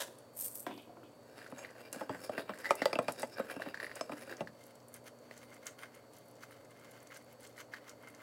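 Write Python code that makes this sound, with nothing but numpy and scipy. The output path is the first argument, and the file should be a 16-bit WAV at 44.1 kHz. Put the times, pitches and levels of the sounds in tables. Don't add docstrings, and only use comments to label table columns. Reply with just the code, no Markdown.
import sys
import numpy as np
from scipy import signal
from scipy.fft import rfft, irfft, next_fast_len
from scipy.io import wavfile
from scipy.ndimage import uniform_filter1d, map_coordinates

SR = 44100
rng = np.random.default_rng(int(sys.argv[2]) if len(sys.argv) > 2 else 0)


def dump(signal):
    limited = np.clip(np.atleast_2d(signal).T, -1, 1)
    pcm = np.round(limited * 32767).astype(np.int16)
    wavfile.write(sys.argv[1], SR, pcm)


N = 362502
TIME = np.arange(N) / SR
HIT = np.arange(SR // 4) / SR


def amp(db):
    return 10 ** (np.asarray(db) / 20)


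def unit(x):
    return x / np.sqrt(np.mean(x ** 2) + 1e-20)


def even(x, size=3500):
    return x / np.sqrt(np.abs(uniform_filter1d(x ** 2, size)) + 1e-20)


def along(points, hz):
    freqs, values = np.transpose(points)
    return np.interp(np.log(hz + 1), np.log(freqs + 1), values)


def wobble(rate):
    return map_coordinates(rng.standard_normal(int(N * rate / SR) + 4), [TIME * rate])


def filtered(x, response):
    size = next_fast_len(len(x) + SR // 4)
    return irfft(rfft(x, size) * response(np.fft.rfftfreq(size, 1 / SR)), size)[:len(x)]


def coloured(x, points, size=4096):
    cepstrum = irfft(np.log(amp(along(points, np.fft.rfftfreq(size, 1 / SR)))))
    causal = np.r_[cepstrum[0], 2 * cepstrum[1:size // 2]]
    return signal.fftconvolve(x, irfft(np.exp(rfft(causal, size))))[:len(x)]


def resonant(x, peaks):
    def response(f):
        return sum((-1) ** k * amp(db) * 1j * f * width / (hz * hz - f * f + 1j * f * width)
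                   for k, (hz, width, db) in enumerate(peaks))
    return filtered(x, response)


def bending(x, lag_at_1khz):
    return filtered(x, lambda hz: np.exp(-4j * np.pi * lag_at_1khz * np.sqrt(1000 * hz)))


def fade(t60):
    return np.exp(-np.log(1000) * HIT / max(t60, .001))


def burst(t60):
    noise = rng.standard_normal(len(HIT)) * fade(t60)
    return noise / np.linalg.norm(noise)


def ringing(modes):
    return sum(amp(db + rng.normal(0, 5.1)) * fade(t60) * np.sin(2 * np.pi * (hz * HIT + rng.random()))
               for hz, db, t60 in modes)


def add(track, s, db, x, size=882):
    part = track[max(round(s * SR), 0):][:len(x)]
    part += amp(db) * x[:len(part)] / np.sqrt(np.mean(x[:size] ** 2))


def crackle(rate, spread_db, life, smooth):
    onsets = rng.random(N) < rate / SR
    sizes = onsets * amp(spread_db * np.minimum(rng.exponential(size=N), 3))
    power = np.abs(signal.fftconvolve(sizes ** 2, fade(life) ** 2)[:N])
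    return unit(rng.standard_normal(N) * np.sqrt(power / power.mean() + smooth))


def swell(s, rise, fall, curve=1, depth_db=11.5):
    away = np.maximum((s - TIME) / rise, (TIME - s) / fall)
    near = away < 5
    gain = np.zeros(N)
    gain[near] = amp(-depth_db * away[near] ** curve)
    return gain


def swells(rows, curve=1):
    return np.sqrt(sum((amp(db) * swell(s, rise, fall, curve)) ** 2 for s, rise, fall, db in rows))


def appliance(air_db=-59.3):
    air_eq = [(20, -56), (40, -40), (60, -23), (100, -7), (140, -7), (185, -11), (260, -5), (350, -8),
              (540, 1), (820, -11), (1050, -12), (2120, -24), (3140, -30), (4420, -28), (7000, -31.5),
              (16000, -34)]
    tones = [(120, -71), (240, -71), (293, -72.5), (436, -80), (528, -75.5), (581, -74), (4323, -82.5),
             (4560, -80), (6961, -89), (7924, -87.5)]
    air = unit(filtered(rng.standard_normal(N), lambda hz: amp(along(air_eq, hz))))
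    hum = np.zeros(N)
    for hz, db in tones:
        gain = np.sqrt(2) * amp(db + 1.2 * wobble(3))
        hum += gain * np.sin(2 * np.pi * hz * TIME + .89 * wobble(6.9))
    return amp(air_db) * air + hum


def kitchen(x, stretches=28):
    decay = [(150, 0.47), (600, 0.22), (2000, 0.1), (8000, 0.22), (16000, 0.028)]
    out = np.zeros(N + SR)
    for part in np.array_split(np.arange(N), stretches):
        hz, t, noise = signal.stft(rng.standard_normal(SR // 2), SR, nperseg=256)
        envelope = amp(-60 * t / along(decay, hz)[:, None]) * (t > .004)
        tail = signal.istft(noise * envelope, SR, nperseg=256)[1]
        echo = signal.fftconvolve(x[part], tail / np.linalg.norm(tail))
        out[part[0]:][:len(echo)] += echo
    return out[:N]


def lid():
    buzzes = [(.72, 0.043, 0.061, -57), (.79, .02, 0.067, -59.5), (1.04, 0.016, 0.06, -67)]
    modes = [(2210, 63, -3), (2550, 120, 1), (2980, 110, 1.5), (3400, 320, -2)]
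    return swells(buzzes) * even(resonant(crackle(rate=400, spread_db=2, life=.01, smooth=.5), modes))


def landing():
    contacts = [(.08, -57, -16), (.6645, -39, 1), (.689, -48, -9), (.707, -47, -10), (.775, -56, -8),
                (.871, -56, -20), (.891, -55.5, -18), (.967, -55, -16), (1.029, -56, -12)]
    modes = [(285, -6.5, 0.19), (392, -3, 0.069), (613, -13, 0.15), (720, 2, 0.073), (980, 8, 0.023),
             (1400, 2.5, 0.028), (1550, -6, 0.07), (2215, -3.5, 0.09), (2440, -24, 0.19), (3150, -32, 0.22),
             (3840, -22, .14)]
    out = np.zeros(N)
    for s, db, click_db in contacts:
        ring = ringing(modes) * (1 - fade(.0044)) * fade(.074)
        clunk = ring / np.linalg.norm(ring) + 1.3 * burst(.04) + .8 * burst(.25)
        eq = [(40, -43), (150, .5), (320, 5.5), (900, -3.5), (2200, click_db),
              (3300, click_db - 11), (4500, click_db - 15.5), (8000, click_db - 23)]
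        add(out, s, db, coloured(bending(clunk, .00252), eq))
    return out


def grinder():
    crunch_eq = [(120, -65), (200, -30), (612, 2), (791, -9), (933, 0.5), (1160, -12.5), (1680, -1),
                 (2210, -13.5), (3560, -5.5), (4120, -11), (4350, -12.5), (8580, -10.5), (16000, -19)]
    grain_eq = [(1760, -11.5), (3000, -12), (4380, -10.5), (5040, -6), (6800, -4), (8200, 0), (9270, 10),
                (10300, 0), (12200, 9), (13600, 3.5), (15100, 4), (16000, -3)]
    barrel_modes = [(8000, 1100, 8), (9400, 390, 9.5), (11800, 1400, 3.5)]
    cracks = [(.007, 0.014, 0.013, -38.5), (0.02, 0.0087, 0.014, -39.5), (.031, .004, 0.0092, -46)]
    surges = [(.41, .04, .05, -39.5), (.458, .03, .045, -39.5), (.59, .09, .05, -48.5), (.76, .08, .1, -69)]
    crunch = unit(coloured(crackle(rate=530, spread_db=.5, life=.023, smooth=.31), crunch_eq))
    slide = unit(coloured(crackle(rate=600, spread_db=3.5, life=.005, smooth=.6), grain_eq))
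    impacts = np.abs(crackle(rate=400, spread_db=3.5, life=.006, smooth=.1))
    pings = unit(resonant(slide * impacts, barrel_modes))
    rattle_gain = swells([(s, rise, .13, db - 18) for s, rise, _, db in cracks])
    slide_gain = swells(surges, curve=1.7)
    return (swells(cracks) + rattle_gain) * crunch + slide_gain * unit(slide + amp(-1) * pings)


def pops():
    hits = [(1.416, -57, 1630), (1.463, -53.5, 1570), (1.648, -48, 1980), (1.69, -60, 1900),
            (1.762, -62.5, 1680), (2.379, -42.5, 1730), (2.536, -51, 1650), (2.6449, -46, 1760),
            (2.656, -40, 1860), (2.819, -35, 1930), (3.499, -46.5, 1550), (3.62, -42.5, 1700),
            (3.7433, -43, 1710), (3.774, -50, 1760), (3.8005, -43, 1810), (3.829, -47, 1800),
            (3.844, -44.5, 1870), (3.866, -47, 1900), (3.895, -57, 1850), (3.9144, -49.5, 1860),
            (4.295, -53.5, 1780), (4.325, -51, 1680), (4.473, -50.5, 1770), (5.311, -55.5, 2000),
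            (6.435, -53.5, 1450), (7.104, -63, 1900), (7.579, -55.5, 2010), (7.737, -46, 1680)]
    out = np.zeros(N)
    for s, db, hz in hits:
        tone = np.sin(2 * np.pi * hz * HIT) * fade(.005) * (1 - fade(.014)) ** 2
        edge_eq = [(200, -16), (700, -8), (hz, 0), (3200, -16), (4500, -7), (6000, -20), (12000, -27)]
        edge = coloured(burst(.071), edge_eq)
        add(out, s, db, tone / np.linalg.norm(tone) + 2 * edge)
    return out


def snap(hz):
    eq = [(hz / 40, -45), (hz / 3, -20), (hz * .7, -8), (hz, 0), (hz * 1.3, -8), (hz * 2.3, -23)]
    return coloured(.3 * burst(.004) + burst(.025), eq)


def ticks():
    snaps = [(0.186, -63, 9350), (.407, -60, 8800), (0.453, -54, 11900), (.554, -46.5, 12500),
             (.777, -63, 4200), (1.928, -45.5, 8300), (2.587, -59.5, 7420), (2.7537, -50.5, 9750),
             (3.1211, -50, 9300), (3.196, -54, 10200), (3.22, -50, 8300), (3.9555, -53, 9200),
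             (4.368, -60.5, 5600), (4.666, -65, 11240), (4.754, -67.5, 7800), (4.884, -63, 10500),
             (4.941, -53.5, 10200), (5.377, -61.5, 7800), (5.668, -46.5, 6740), (6.916, -69, 7620),
             (7.071, -63.5, 6340), (7.144, -64, 7860), (7.171, -60.5, 10200), (7.328, -67, 12000),
             (7.471, -62.5, 8500), (7.578, -66, 10500), (7.605, -60.5, 6260), (7.8938, -56, 6400),
             (8.148, -64, 6300)]
    rim_modes = [(6630, 17.5, 0.15), (7530, 18, 0.1)]
    out = np.zeros(N)
    for s, db, hz in snaps:
        add(out, s, db, snap(hz))
    add(out, s=1.582, db=-56.5, x=ringing(rim_modes))
    return out


def smacks(wetness, per_s=14, wettest_db=-60, spread_db=3, range_hz=(5400, 12200)):
    out = np.zeros(N)
    for when, pitch, size in rng.random((round(per_s * N / SR), 3)):
        smack = snap(np.interp(pitch, [0, 1], range_hz)) * fade(.11)
        add(out, when * N / SR, wettest_db + spread_db * (2 * size - 1), smack)
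    return np.sqrt(wetness / wetness.max()) * out


def squeaks(climb_hz_per_s=1100):
    slips = [(2.66, 0.011, 0.03, -39.5, 1957), (2.704, 0.034, 0.032, -40.5, 1990),
             (2.8, 0.0144, 0.016, -52.5, 2110), (3.335, 0.0197, .02, -58, 5300),
             (7.745, .008, .04, -55, 1850)]
    out = np.zeros(N)
    for s, rise, fall, db, hz in slips:
        pitch = hz + climb_hz_per_s * np.clip(TIME - s, -2 * rise, 0) + 110 * wobble(500)
        judder = np.sin(2 * np.pi * np.cumsum(pitch) / SR) * amp(4 * wobble(200))
        out += amp(db) * swell(s, rise, fall) * unit(judder)
    return out


def strokes(rows, grip_db=3, grips_per_s=49):
    grip = amp(grip_db * wobble(grips_per_s))
    rub_gain = swells([(*timing, db) for *timing, db, _ in rows])
    hiss_gain = swells([(*timing, db) for *timing, _, db in rows])
    return grip * rub_gain, grip * hiss_gain


def folding():
    folds = [(4.63, 0.083, 0.13, -66.5, -66.5), (4.95, 0.017, 0.031, -57, -61),
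             (5.08, 0.025, 0.014, -57.5, -59), (5.35, 0.097, 0.17, -63, -64),
             (5.53, 0.016, 0.031, -55, -63), (5.67, 0.027, 0.036, -51, -56),
             (5.79, .012, 0.036, -57.5, -59.5), (5.835, 0.017, 0.034, -55, -64),
             (5.95, 0.047, 0.082, -63, -70.5), (6.16, 0.039, 0.14, -68.5, -66),
             (6.435, 0.045, 0.024, -60.5, -61.5), (6.535, 0.043, 0.041, -59, -63),
             (6.9, 0.28, 0.27, -62.5, -68), (7.11, 0.0096, 0.032, -55.5, -65),
             (7.17, 0.027, 0.024, -56, -59.5), (7.32, 0.041, 0.026, -67, -67),
             (7.45, 0.03, 0.038, -60.5, -58), (7.6, 0.027, 0.017, -50.5, -54.5),
             (7.74, 0.018, 0.035, -51.5, -59.5), (7.89, 0.03, 0.017, -52, -57.5),
             (8.08, 0.061, 0.048, -55, -65.5), (8.21, 0.044, 0.028, -55.5, -63.5)]
    held_modes = [(1540, 420, -9.5), (1920, 80, -7), (2102, 60, 0.5), (3200, 280, -12)]
    wet_eq = [(1200, -40), (3000, 6), (4600, 4.5), (6400, -4.5), (9000, -6), (12500, -2.5), (16000, -1)]
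    rub_eq = [(60, -32), (450, 15), (1000, 18), (3000, 4), (7000, -17)]
    rub_gain, hiss_gain = strokes(folds)
    squelch = crackle(rate=240, spread_db=3, life=.012, smooth=.6)
    rub = unit(coloured(resonant(squelch, held_modes), rub_eq))
    wet = coloured(squelch, wet_eq)
    cavities = sum(resonant(wet, [(hz, hz / 12, 0)]) * amp(4 * wobble(22)) for hz in (6350, 7300, 9200))
    hiss = unit(unit(cavities) + 1.3 * unit(wet))
    return rub_gain * even(rub) + hiss_gain * even(hiss) + smacks(hiss_gain)


def stirring():
    stirs = [(1.415, 0.11, 0.095, -52.5, -61.5), (1.59, 0.047, 0.097, -50.5, -60),
             (1.65, 0.014, 0.033, -44, -73), (1.85, 0.067, 0.032, -50, -59.5),
             (1.932, 0.0053, 0.041, -42, -51), (2.01, 0.036, 0.035, -51.5, -60.5),
             (2.15, 0.12, 0.2, -52, -65), (2.25, 0.083, 0.075, -57.5, -56.5),
             (2.39, 0.049, 0.034, -41, -58), (2.51, 0.034, 0.02, -47, -74), (2.68, 0.11, 0.036, -48, -55.5),
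             (2.81, 0.25, 0.26, -50.5, -61.5), (3.11, 0.042, 0.034, -55, -59),
             (3.215, 0.049, 0.043, -47, -51.5), (3.34, 0.043, 0.056, -65, -58.5),
             (3.4, 0.042, 0.019, -40.5, -57), (3.52, 0.046, 0.052, -44.5, -55.5),
             (3.68, 0.099, 0.042, -46, -59), (3.84, 0.05, 0.076, -49, -60.5),
             (3.97, 0.022, 0.046, -48.5, -58), (4.13, 0.026, 0.097, -52, -61),
             (4.235, 0.17, 0.033, -56.5, -60.5), (4.325, 0.081, 0.057, -48, -61)]
    wall_modes = [(1610, 157, 14.5), (1850, 340, 11.5), (2350, 84, 10), (2708, 140, 9), (3830, 82, 10.5),
                  (4340, 71, 7.5), (4810, 210, 12.5), (5280, 92, 13.5), (6640, 120, 7), (7590, 120, 9),
                  (8350, 110, 4.5), (9880, 140, 13.5), (12900, 350, -2), (15000, 400, 0)]
    rub_eq = [(100, -37.5), (250, 9.5), (550, 15), (900, 1.5), (1800, -8), (2700, -7), (3400, -10),
              (4200, -20), (8000, -26)]
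    hiss_eq = [(2000, -58), (3500, -9), (4800, 0), (6000, 0), (10000, -2.5), (16000, -6)]
    rub_gain, hiss_gain = strokes(stirs)
    grit = crackle(rate=300, spread_db=3, life=.014, smooth=.45)
    scrape = grit + sum(resonant(grit, [mode]) * amp(5 * wobble(14)) for mode in wall_modes)
    rub = even(coloured(scrape, rub_eq))
    hiss = even(coloured(scrape, hiss_eq))
    return rub_gain * rub + hiss_gain * hiss + smacks(hiss_gain)


def struck_at(spot_hz, lift_db=9, reach_octaves=.15, detune=.012):
    steel_modes = [(290, -2.5, 0.22), (530, 4, 0.075), (650, 8, 0.028), (870, 9, 0.085), (1250, 13, 0.024),
                   (2010, 14, 0.1), (2400, 18.5, 0.032), (2680, 22.5, 0.018), (3320, 12, 0.041),
                   (4700, 23, 0.046), (5390, 26, 0.04), (6300, 13, 0.079), (7330, 12, .1), (8090, 26, .09),
                   (9950, 18, 0.11), (10900, 18, .07), (15000, 15, .05)]
    modes = []
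    for hz, db, t60 in steel_modes:
        lift = lift_db * np.exp(-(np.log2(hz / spot_hz) / reach_octaves) ** 2)
        modes.append((hz * (1 + detune * rng.standard_normal()), db + lift, t60))
    return modes


def knocks():
    # t/s, level/dB, hardness/0-1, looseness/0-1, thud/dB, f/Hz that the spot favours
    contacts = [(1.5224, -45.5, 0, 0.48, 3, 290), (1.96, -47.5, 0, 0.13, 2, 290),
                (2.009, -43, 0.2, 0.45, -15, 650), (2.014, -42, .3, 0.35, -5, 290),
                (2.0931, -37.5, 0.33, 0.58, -3, 650), (2.146, -49, 0, .14, 1, 290),
                (2.293, -37, 0.46, 0.64, -3, 650), (2.38, -42.5, 0.2, 0.5, -3, 530),
                (2.492, -39, 0.26, 0.98, -4, 530), (2.7063, -24.5, 0.67, 0.3, -22, 1250),
                (2.817, -33.5, 0.47, 0.56, -6, 2010), (2.856, -26, 0.85, 0.01, -18, 4700),
                (2.929, -35, 0.75, 0.6, -11.5, 2400), (2.9542, -35, 0.57, 0.44, -10, 2680),
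                (2.9879, -28.5, 0.46, 0.27, -11, 2400), (3.081, -33, 0.76, .99, -6.5, 2400),
                (3.229, -35.5, 0.57, 0.84, -10, 530), (3.396, -34.5, 0.46, 0.8, -3.5, 530),
                (3.563, -44, .02, 0.44, -2, 290), (3.597, -43.5, 0.3, 0.16, -14, 650),
                (3.66, -43, 0.1, 0.92, -1, 290), (4.01, -37, 0.77, .08, -12, 650),
                (4.093, -42.5, 0.2, 0.92, -0.5, 650), (4.118, -42.5, 0.4, 0.92, -4, 2400),
                (4.4059, -36.5, 0.5, .55, -1, 870), (5.31, -55.5, 0.7, 0.02, -15, 1250)]
    out = np.zeros(N)
    for s, db, hard, loose, thud_db, spot_hz in contacts:
        impact = amp(-7 * loose) * (HIT == 0)
        chatter = amp(-9 + 10 * loose) * burst(.04 + .03 * loose) * (1 - fade(.015 * loose))
        ring = amp(-50.5) * ringing(struck_at(spot_hz)) * fade(.12)
        blow = impact + ring + chatter
        blow[round(.0017 * SR)] += .4
        mid_db, treble_db = -19 + 10 * hard, -34 + 29 * hard
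        body_eq = [(20, -82), (60, thud_db - 22), (130, thud_db - .5), (260, thud_db + 12.5),
                   (400, -1.5), (590, 4.5), (790, -4), (1300, -7), (2000, mid_db - 4),
                   (3500, (mid_db + treble_db) / 2 - 8.5), (5000, treble_db - 12.5),
                   (9000, treble_db - 18.5), (15000, treble_db - 24.5)]
        spot_eq = [(hz, 2.2 * rng.standard_normal()) for hz in np.geomspace(400, 12000, 16)]
        knock = coloured(coloured(blow, body_eq), spot_eq)
        add(out, s, db, bending(knock, .0013 + .0015 * loose))
    return out


def scene():
    bowl, clunks = knocks(), landing()
    small = grinder() + lid() + pops() + ticks() + stirring() + squeaks() + folding()
    room = kitchen(amp(-15) * bowl + amp(-8) * clunks + amp(-13) * small)
    return (bowl + clunks + small + room + appliance())[None]


def record(dry):
    top_hz = 15950
    return filtered(dry[0], lambda hz: 1 / np.sqrt(1 + (hz / top_hz) ** 200))[None]


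dry = scene()
out = record(dry)
dump(out)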